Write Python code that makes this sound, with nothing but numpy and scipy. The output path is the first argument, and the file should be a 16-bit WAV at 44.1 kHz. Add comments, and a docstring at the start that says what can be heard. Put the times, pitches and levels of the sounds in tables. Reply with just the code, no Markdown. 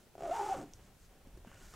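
"""Quiet furnished room, microphone close to a suitcase: one pull of its zipper.
The slider ticks over the first teeth, buzzes faster, then slows to a stop; tooth impulses ring tape and panel.
The pull tab clicks: an impulse through resonances. A hand bumps the bag (decaying sines) and rubs and
scuffs its cloth (shaped noise), mostly after the pull. A short tail and steady room tone lie beneath."""
import sys
import numpy as np
from scipy import signal
from scipy.fft import rfft, irfft, next_fast_len
from scipy.io import wavfile
from scipy.ndimage import map_coordinates

SR = 44100
rng = np.random.default_rng(int(sys.argv[2]) if len(sys.argv) > 2 else 0)


def transcribe(u):
    """Save the signal u as a 16-bit wav file named by the first command-line argument.

    u: samples, shape (n,) or (channels, n), limited to [-1, 1]; the rate is SR.
    q: integer samples, one column per channel.
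    """
    v = np.clip(np.atleast_2d(u).T, -1, 1)
    q = np.round(v * 32767).astype(np.int16)
    wavfile.write(sys.argv[1], SR, q)


N = 77175

# First teeth, singly: (time [s], force [dB])
FIRST_TEETH = [(0.1526, -3.5), (0.1799, -2), (0.192, -4.5), (0.207, 3), (0.222, 5), (0.234, 6)]
# Slider motion: (time [s], mean tooth rate [1/s], mean force [dB], unevenness [0-1])
PULL_MOTION = [(.234, 670, -9, .45), (.258, 690, -5.5, 0.9), (.277, 605, -4.5, .55), (.301, 560, -0.5, .5),
               (.308, 660, -13.5, .3), (.312, 695, 5.5, 0.1), (.326, 705, -0.5, .1), (.333, 850, 2.5, 0.6),
               (.347, 885, -6.5, 0.5), (.353, 890, -4.5, 0.49), (.36, 885, -6, .9), (.38, 880, -5.5, .9),
               (.39, 850, -3.5, 0.66), (.432, 805, -4.5, .6), (.47, 760, -10, 0.9), (.499, 830, -4.5, 0.7),
               (.509, 755, -0.5, 0.3), (.535, 738, 0, 0.3), (.548, 535, 2, .3), (.563, 500, -6.5, 0.7),
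               (.595, 350, -7.5, 0.8), (.635, 230, -9.5, .5), (.652, 168, -22, .8), (.69, 81, -25, 0.5)]
# Force imbalance of the two tooth rows: (time [s], difference [dB])
ROW_IMBALANCE = [(.24, 2), (.285, 11), (.32, 0.5), (.36, 4.5), (.43, 10.5), (.49, 8), (.52, -1.5), (.6, 6)]
# Ring of the taut tape along the travel: (time [s], pitch [Hz])
TAPE_PITCH = [(.15, 689), (.25, 699), (.29, 661), (.32, 670), (.35, 858), (.49, 878), (.515, 815),
              (.6, 718)]
# Bag panel modes: (centre [Hz], width [Hz], relative level [dB])
PANEL_MODES = [(293, 27, -3.5), (335.4, 18, 1.5), (412, 78, -0.5), (444, 13, -14.5), (534, 60, -10.5),
               (1270, 380, -15.5), (1486, 185, -15.5), (2220, 240, -23.5), (2730, 1400, -28)]
# Slider rasp on the teeth: (time [s], reference level [dB])
RASP_LEVEL = [(.13, -100), (.2, -60), (.25, -60.5), (.3, -58), (.36, -51.5), (.44, -51.5), (.525, -52.5),
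              (.555, -55.5), (.625, -59), (.66, -72), (.72, -84)]
# Rasp spectrum: (frequency [Hz], relative level [dB])
RASP_SPECTRUM = [(500, 4.5), (1200, 14), (1900, 3.5), (2900, -0.5), (4000, -5), (5000, -3), (6000, -1),
                 (7200, 0), (9000, -6.5), (11000, -12.5), (15500, -18.5)]
# Slack cloth flapping as the slider slows: (time [s], level [dB])
SLACK_LEVEL = [(.52, -87), (.55, -47.5), (.6, -47), (.635, -46), (.665, -56), (.72, -72), (.8, -85)]
# Slack cloth spectrum: (frequency [Hz], relative level [dB])
SLACK_SPECTRUM = [(60, -13), (150, -6), (220, -6), (300, 7), (355, -10.5), (500, -9), (1500, -79)]
# Pull tab impulses: (time [s], level [dB])
TAB_TAPS = [(.736, -18.5)]
# Pull tab modes: (centre [Hz], width [Hz], relative level [dB])
TAB_MODES = [(3200, 770, -11), (5700, 640, 2), (6500, 680, 1), (7900, 1000, -9)]
# Hand bumps: (time [s], peak [dB], pitch [Hz], t60 [s], cloth snap level [dB])
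HAND_BUMPS = [(0.221, -48, 153, 0.11, -71), (.845, -53, 201, 0.11, -77), (1.272, -44, 251, 0.025, -63.5),
              (1.374, -44.5, 347, 0.027, -63), (1.4482, -42, 680, 0.0099, -73),
              (1.472, -42, 219, 0.04, -63.5), (1.516, -42, 1100, 0.0048, -71),
              (1.544, -61, 170, 0.026, -59.5), (1.738, -50.5, 1230, 0.044, -54.5)]
# Cloth rubbing: (time [s], hiss level [dB], mean body level [dB])
RUB_LEVELS = [(0, -71, -70.5), (.14, -92, -68.5), (.7, -76, -63), (.76, -70, -72), (.79, -79, -63.5),
              (.85, -70, -64.5), (.93, -81, -68.5), (1, -73.5, -78), (1.05, -69, -77), (1.1, -84, -64),
              (1.23, -83, -67.5), (1.36, -79, -65), (1.45, -80, -62.5), (1.49, -74, -64.5),
              (1.56, -69, -62.5), (1.64, -62.5, -62), (1.71, -63.5, -67), (1.75, -63.5, -53.5)]
# Rub hiss spectrum: (frequency [Hz], relative level [dB])
HISS_SPECTRUM = [(500, -18), (1400, 6.5), (2800, -4), (4200, -2), (7000, 2.5), (10000, -6), (15500, -14)]
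# Rub body spectrum: (frequency [Hz], relative level [dB])
BODY_SPECTRUM = [(40, 3), (160, 0.5), (400, -4.5), (700, -5), (1500, -17.5), (3000, -18), (6000, -43)]
# Handling rumble: (time [s], level [dB])
RUMBLE_LEVEL = [(0, -75), (.15, -66.5), (.3, -56.5), (.42, -64), (.5, -51.5), (.62, -73), (.76, -56),
                (.95, -68), (1.05, -58), (1.17, -66), (1.36, -55), (1.5, -60), (1.75, -57.5)]
# Rumble spectrum: (frequency [Hz], relative level [dB])
RUMBLE_SPECTRUM = [(8, -25), (25, -2), (55, 0), (90, -10), (200, -28), (800, -70)]
# Palm scuff on the cloth: (time [s], mean level [dB])
SCUFF_LEVEL = [(1.466, -100), (1.474, -66.5), (1.57, -66.5), (1.63, -77)]
# Scuff resonances, per pass: (centre [Hz], width [Hz], relative level [dB])
SCUFF_RESONANCES = [(1440, 420, 0), (2950, 450, -3.1)]
# Room tone spectrum: (frequency [Hz], relative level per Hz [dB])
FLOOR_SPECTRUM = [(18, -46), (30, -22.5), (173, -1), (299, -14), (332, -8), (606, -12.5), (1170, -21.5),
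                  (1510, -16.5), (2070, -20.5), (3070, -20.5), (15500, -25)]
# Left-right likeness of the room tone: (frequency [Hz], correlation)
FLOOR_CORRELATION = [(30, 0), (100, .65), (600, .7), (2000, .45), (6000, .35), (14000, .25)]

# At full unevenness
TOOTH_SCATTER_DB, FORCE_WOBBLE_DB = 3, 4.5
SPACING_SCATTER, LOG_SPEED_WOBBLE = .14, .13  # in tooth spacings; in ln(rate)
STUTTER_KNOTS_PER_S = 259.9
TAPE_T60_S, TAPE_ATTACK_S, TAPE_DB = 0.017, 0.0012, -36.5
PANEL_DB = -4.5
BAG_LOW_HZ, BAG_HIGH_HZ = 250, 2980  # band in which the bag radiates the knocks
CLICK_LIFE_S, CLICK_SCATTER_DB = .0005, 2.5
CLICK_DB, SLIDE_DB = 0, -2  # relative to the rasp level
FIRST_CLICK_LIFE_S, FIRST_CLICK_DB = .0035, -57
SNAP_T60_S = 0.026
WEAVE_KNOTS_PER_S, WEAVE_DB = 898, 2  # cloth catches in small grains
BODY_KNOTS_PER_S, BODY_WOBBLE_DB = 70, 2.1
SCUFF_KNOTS_PER_S, SCUFF_WOBBLE_DB = 160, 2
ROOM_T60_S, ROOM_DELAY_S, ROOM_DB = 0.19, .004, -11
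FLOOR_DB = -66.5
TOP_HZ = 15800


def amp(db):
    """Decibels to gain."""
    return 10 ** (np.asarray(db) / 20)


def unit(x):
    """Scale to rms 1."""
    return x / np.sqrt(np.mean(x ** 2) + 1e-20)


def along(points, hz):
    """Interpolate (Hz, value) points on a log frequency axis."""
    f, v = np.transpose(points)
    return np.interp(np.log(hz + 1), np.log(f + 1), v)


def curves(rows):
    """One value per sample for each column after the time."""
    s, *cols = np.transpose(rows)
    return [np.interp(np.arange(N) / SR, s, c) for c in cols]


def wobble(knots_per_s):
    """Smooth random curve through normally distributed knots."""
    return map_coordinates(rng.standard_normal(N), [np.arange(N) * knots_per_s / SR])


def filtered(x, response):
    """Apply a response of frequency, zero-padded against wrap-around."""
    m = next_fast_len(N + SR // 2)
    return irfft(rfft(x, m) * response(np.fft.rfftfreq(m, 1 / SR)), m)[..., :N]


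def noise(spectrum, gate=1):
    """Coloured noise of rms 1, gated before it is coloured."""
    white = gate * rng.standard_normal(N)
    return unit(filtered(white, lambda hz: amp(along(spectrum, hz))))


def ring(x, modes):
    """Parallel second-order resonances of a body, alternating in sign."""
    def response(f):
        total = 0
        for k, (centre, width, db) in enumerate(modes):
            damping = 1j * f * width
            total = total + (-1) ** k * amp(db) * damping / (centre * centre - f * f + damping)
        return total
    return filtered(x, response)


def pulses(times, sizes):
    """One impulse at each time."""
    samples = np.round(np.asarray(times) * SR).astype(int)
    return np.bincount(np.clip(samples, 0, N - 1), sizes, N)


def fading(x, life_s):
    """Each impulse becomes an exponential decay, down to 1/e after life_s."""
    return signal.lfilter([1], [1, -np.exp(-1 / (life_s * SR))], x)


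def zipper():
    """Tooth knocks drive tape and panel; tooth clicks, slider hiss and slack cloth add noise."""
    times, force, rate = teeth()
    first_s, first_db = np.transpose(FIRST_TEETH)
    first = pulses(first_s, amp(first_db))
    knocks = first + pulses(times, force)
    buzz = tape(knocks) + amp(PANEL_DB) * ring(knocks, PANEL_MODES)
    bag_band = signal.butter(2, [BAG_LOW_HZ, BAG_HIGH_HZ], "bandpass", fs=SR, output="sos")
    buzz = signal.sosfilt(bag_band, buzz)
    ticks = amp(FIRST_CLICK_DB) * fading(np.sqrt(first), FIRST_CLICK_LIFE_S) * noise(RASP_SPECTRUM)
    slack = amp(curves(SLACK_LEVEL)[0]) * noise(SLACK_SPECTRUM)
    return buzz + rasp(times, rate) + ticks + slack


def teeth():
    """Times, forces and rates from integrated speed; rows alternate and the pull stutters."""
    rate, force_db, uneven = curves(PULL_MOTION)
    t = np.arange(N) / SR
    moving = (t > PULL_MOTION[0][0]) & (t < PULL_MOTION[-1][0])
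    speed = rate * np.exp(LOG_SPEED_WOBBLE * uneven * wobble(STUTTER_KNOTS_PER_S))
    travel = np.cumsum(moving * speed) / SR  # in teeth
    k = np.arange(1, int(travel[-1]))
    at = np.searchsorted(travel, k)
    shift, size = rng.standard_normal((N, 2))[k].T * uneven[at]
    force_db = force_db + FORCE_WOBBLE_DB * uneven * wobble(STUTTER_KNOTS_PER_S)
    row_db = (-1) ** k * curves(ROW_IMBALANCE)[0][at] / 2
    tooth_db = force_db[at] + TOOTH_SCATTER_DB * size + row_db
    return t[at] + SPACING_SCATTER * shift / rate[at], amp(tooth_db), rate[at]


def tape(knocks):
    """Knocks excite a damped resonance at the tape's moving pitch, with a soft attack."""
    turn = np.exp(2j * np.pi * np.cumsum(curves(TAPE_PITCH)[0]) / SR)
    push = fading(knocks / turn, TAPE_ATTACK_S) / (TAPE_ATTACK_S * SR)
    return amp(TAPE_DB) * np.imag(turn * fading(push, TAPE_T60_S / np.log(1000)))


def rasp(times, rate):
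    """Noise clicks decay at each tooth; continuous noise is the slider's hiss between them."""
    level_db, = curves(RASP_LEVEL)
    scatter = amp(CLICK_SCATTER_DB * rng.standard_normal(len(times)))
    # Smaller clicks at higher rates
    gate = fading(pulses(times, scatter / np.sqrt(rate)), CLICK_LIFE_S)
    # Level referred to the pull, not the whole scene
    clicks = noise(RASP_SPECTRUM, gate) * np.sqrt(np.ptp(times) * SR / N)
    return amp(level_db) * (amp(CLICK_DB) * clicks + amp(SLIDE_DB) * noise(RASP_SPECTRUM))


def tab():
    """The metal pull tab taps the slider once: an impulse through its modes."""
    s, db = np.transpose(TAB_TAPS)
    return ring(pulses(s, amp(db)), TAB_MODES)


def hand():
    """Bumps are decaying sines with a noise snap; rubbing and rumble are level-shaped noise."""
    out = np.zeros(N)
    for s, db, hz, t60_s, snap_db in HAND_BUMPS:
        t = np.maximum(np.arange(N) / SR - s, 0)
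        out += amp(db - 60 * t / t60_s) * np.sin(2 * np.pi * hz * t)
        out += (t > 0) * amp(snap_db - 60 * t / SNAP_T60_S) * noise(HISS_SPECTRUM)
    hiss_db, body_db = curves(RUB_LEVELS)
    weave = amp(WEAVE_DB * wobble(WEAVE_KNOTS_PER_S))
    out += amp(hiss_db) * noise(HISS_SPECTRUM, weave)
    out += amp(body_db + BODY_WOBBLE_DB * wobble(BODY_KNOTS_PER_S)) * noise(BODY_SPECTRUM)
    return out + amp(curves(RUMBLE_LEVEL)[0]) * noise(RUMBLE_SPECTRUM)


def scuff():
    """The palm lands and scrapes the weave: noise passed twice through resonances."""
    scrape = ring(ring(rng.standard_normal(N), SCUFF_RESONANCES), SCUFF_RESONANCES)
    level_db = curves(SCUFF_LEVEL)[0] + SCUFF_WOBBLE_DB * wobble(SCUFF_KNOTS_PER_S)
    return amp(level_db) * unit(scrape)


def room(x):
    """Faint short tail of the furnished room: convolution with decaying noise."""
    t = np.arange(SR // 2) / SR
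    tail = rng.standard_normal(len(t)) * amp(-60 * t / ROOM_T60_S) * (t > ROOM_DELAY_S)
    return amp(ROOM_DB) * signal.fftconvolve(x, tail / np.linalg.norm(tail))[:N]


def floor():
    """Room tone and microphone hiss; mid/side balance sets left-right correlation by frequency."""
    def mid_side_gains(hz):
        angle = np.arccos(np.clip(along(FLOOR_CORRELATION, hz), -1, 1)) / 2
        return np.array([np.cos(angle), np.sin(angle)])
    sources = np.array([noise(FLOOR_SPECTRUM), noise(FLOOR_SPECTRUM)])
    mid, side = filtered(sources, mid_side_gains)
    return amp(FLOOR_DB) * np.array([mid + side, mid - side])


def scene():
    """Bag and its room tail in the centre, over the stereo floor."""
    bag = zipper() + tab() + hand() + scuff()
    return bag + room(bag) + floor()


def record(dry):
    """Remove everything from TOP_HZ up."""
    return filtered(dry, lambda hz: hz < TOP_HZ)


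dry = scene()
out = record(dry)
transcribe(out)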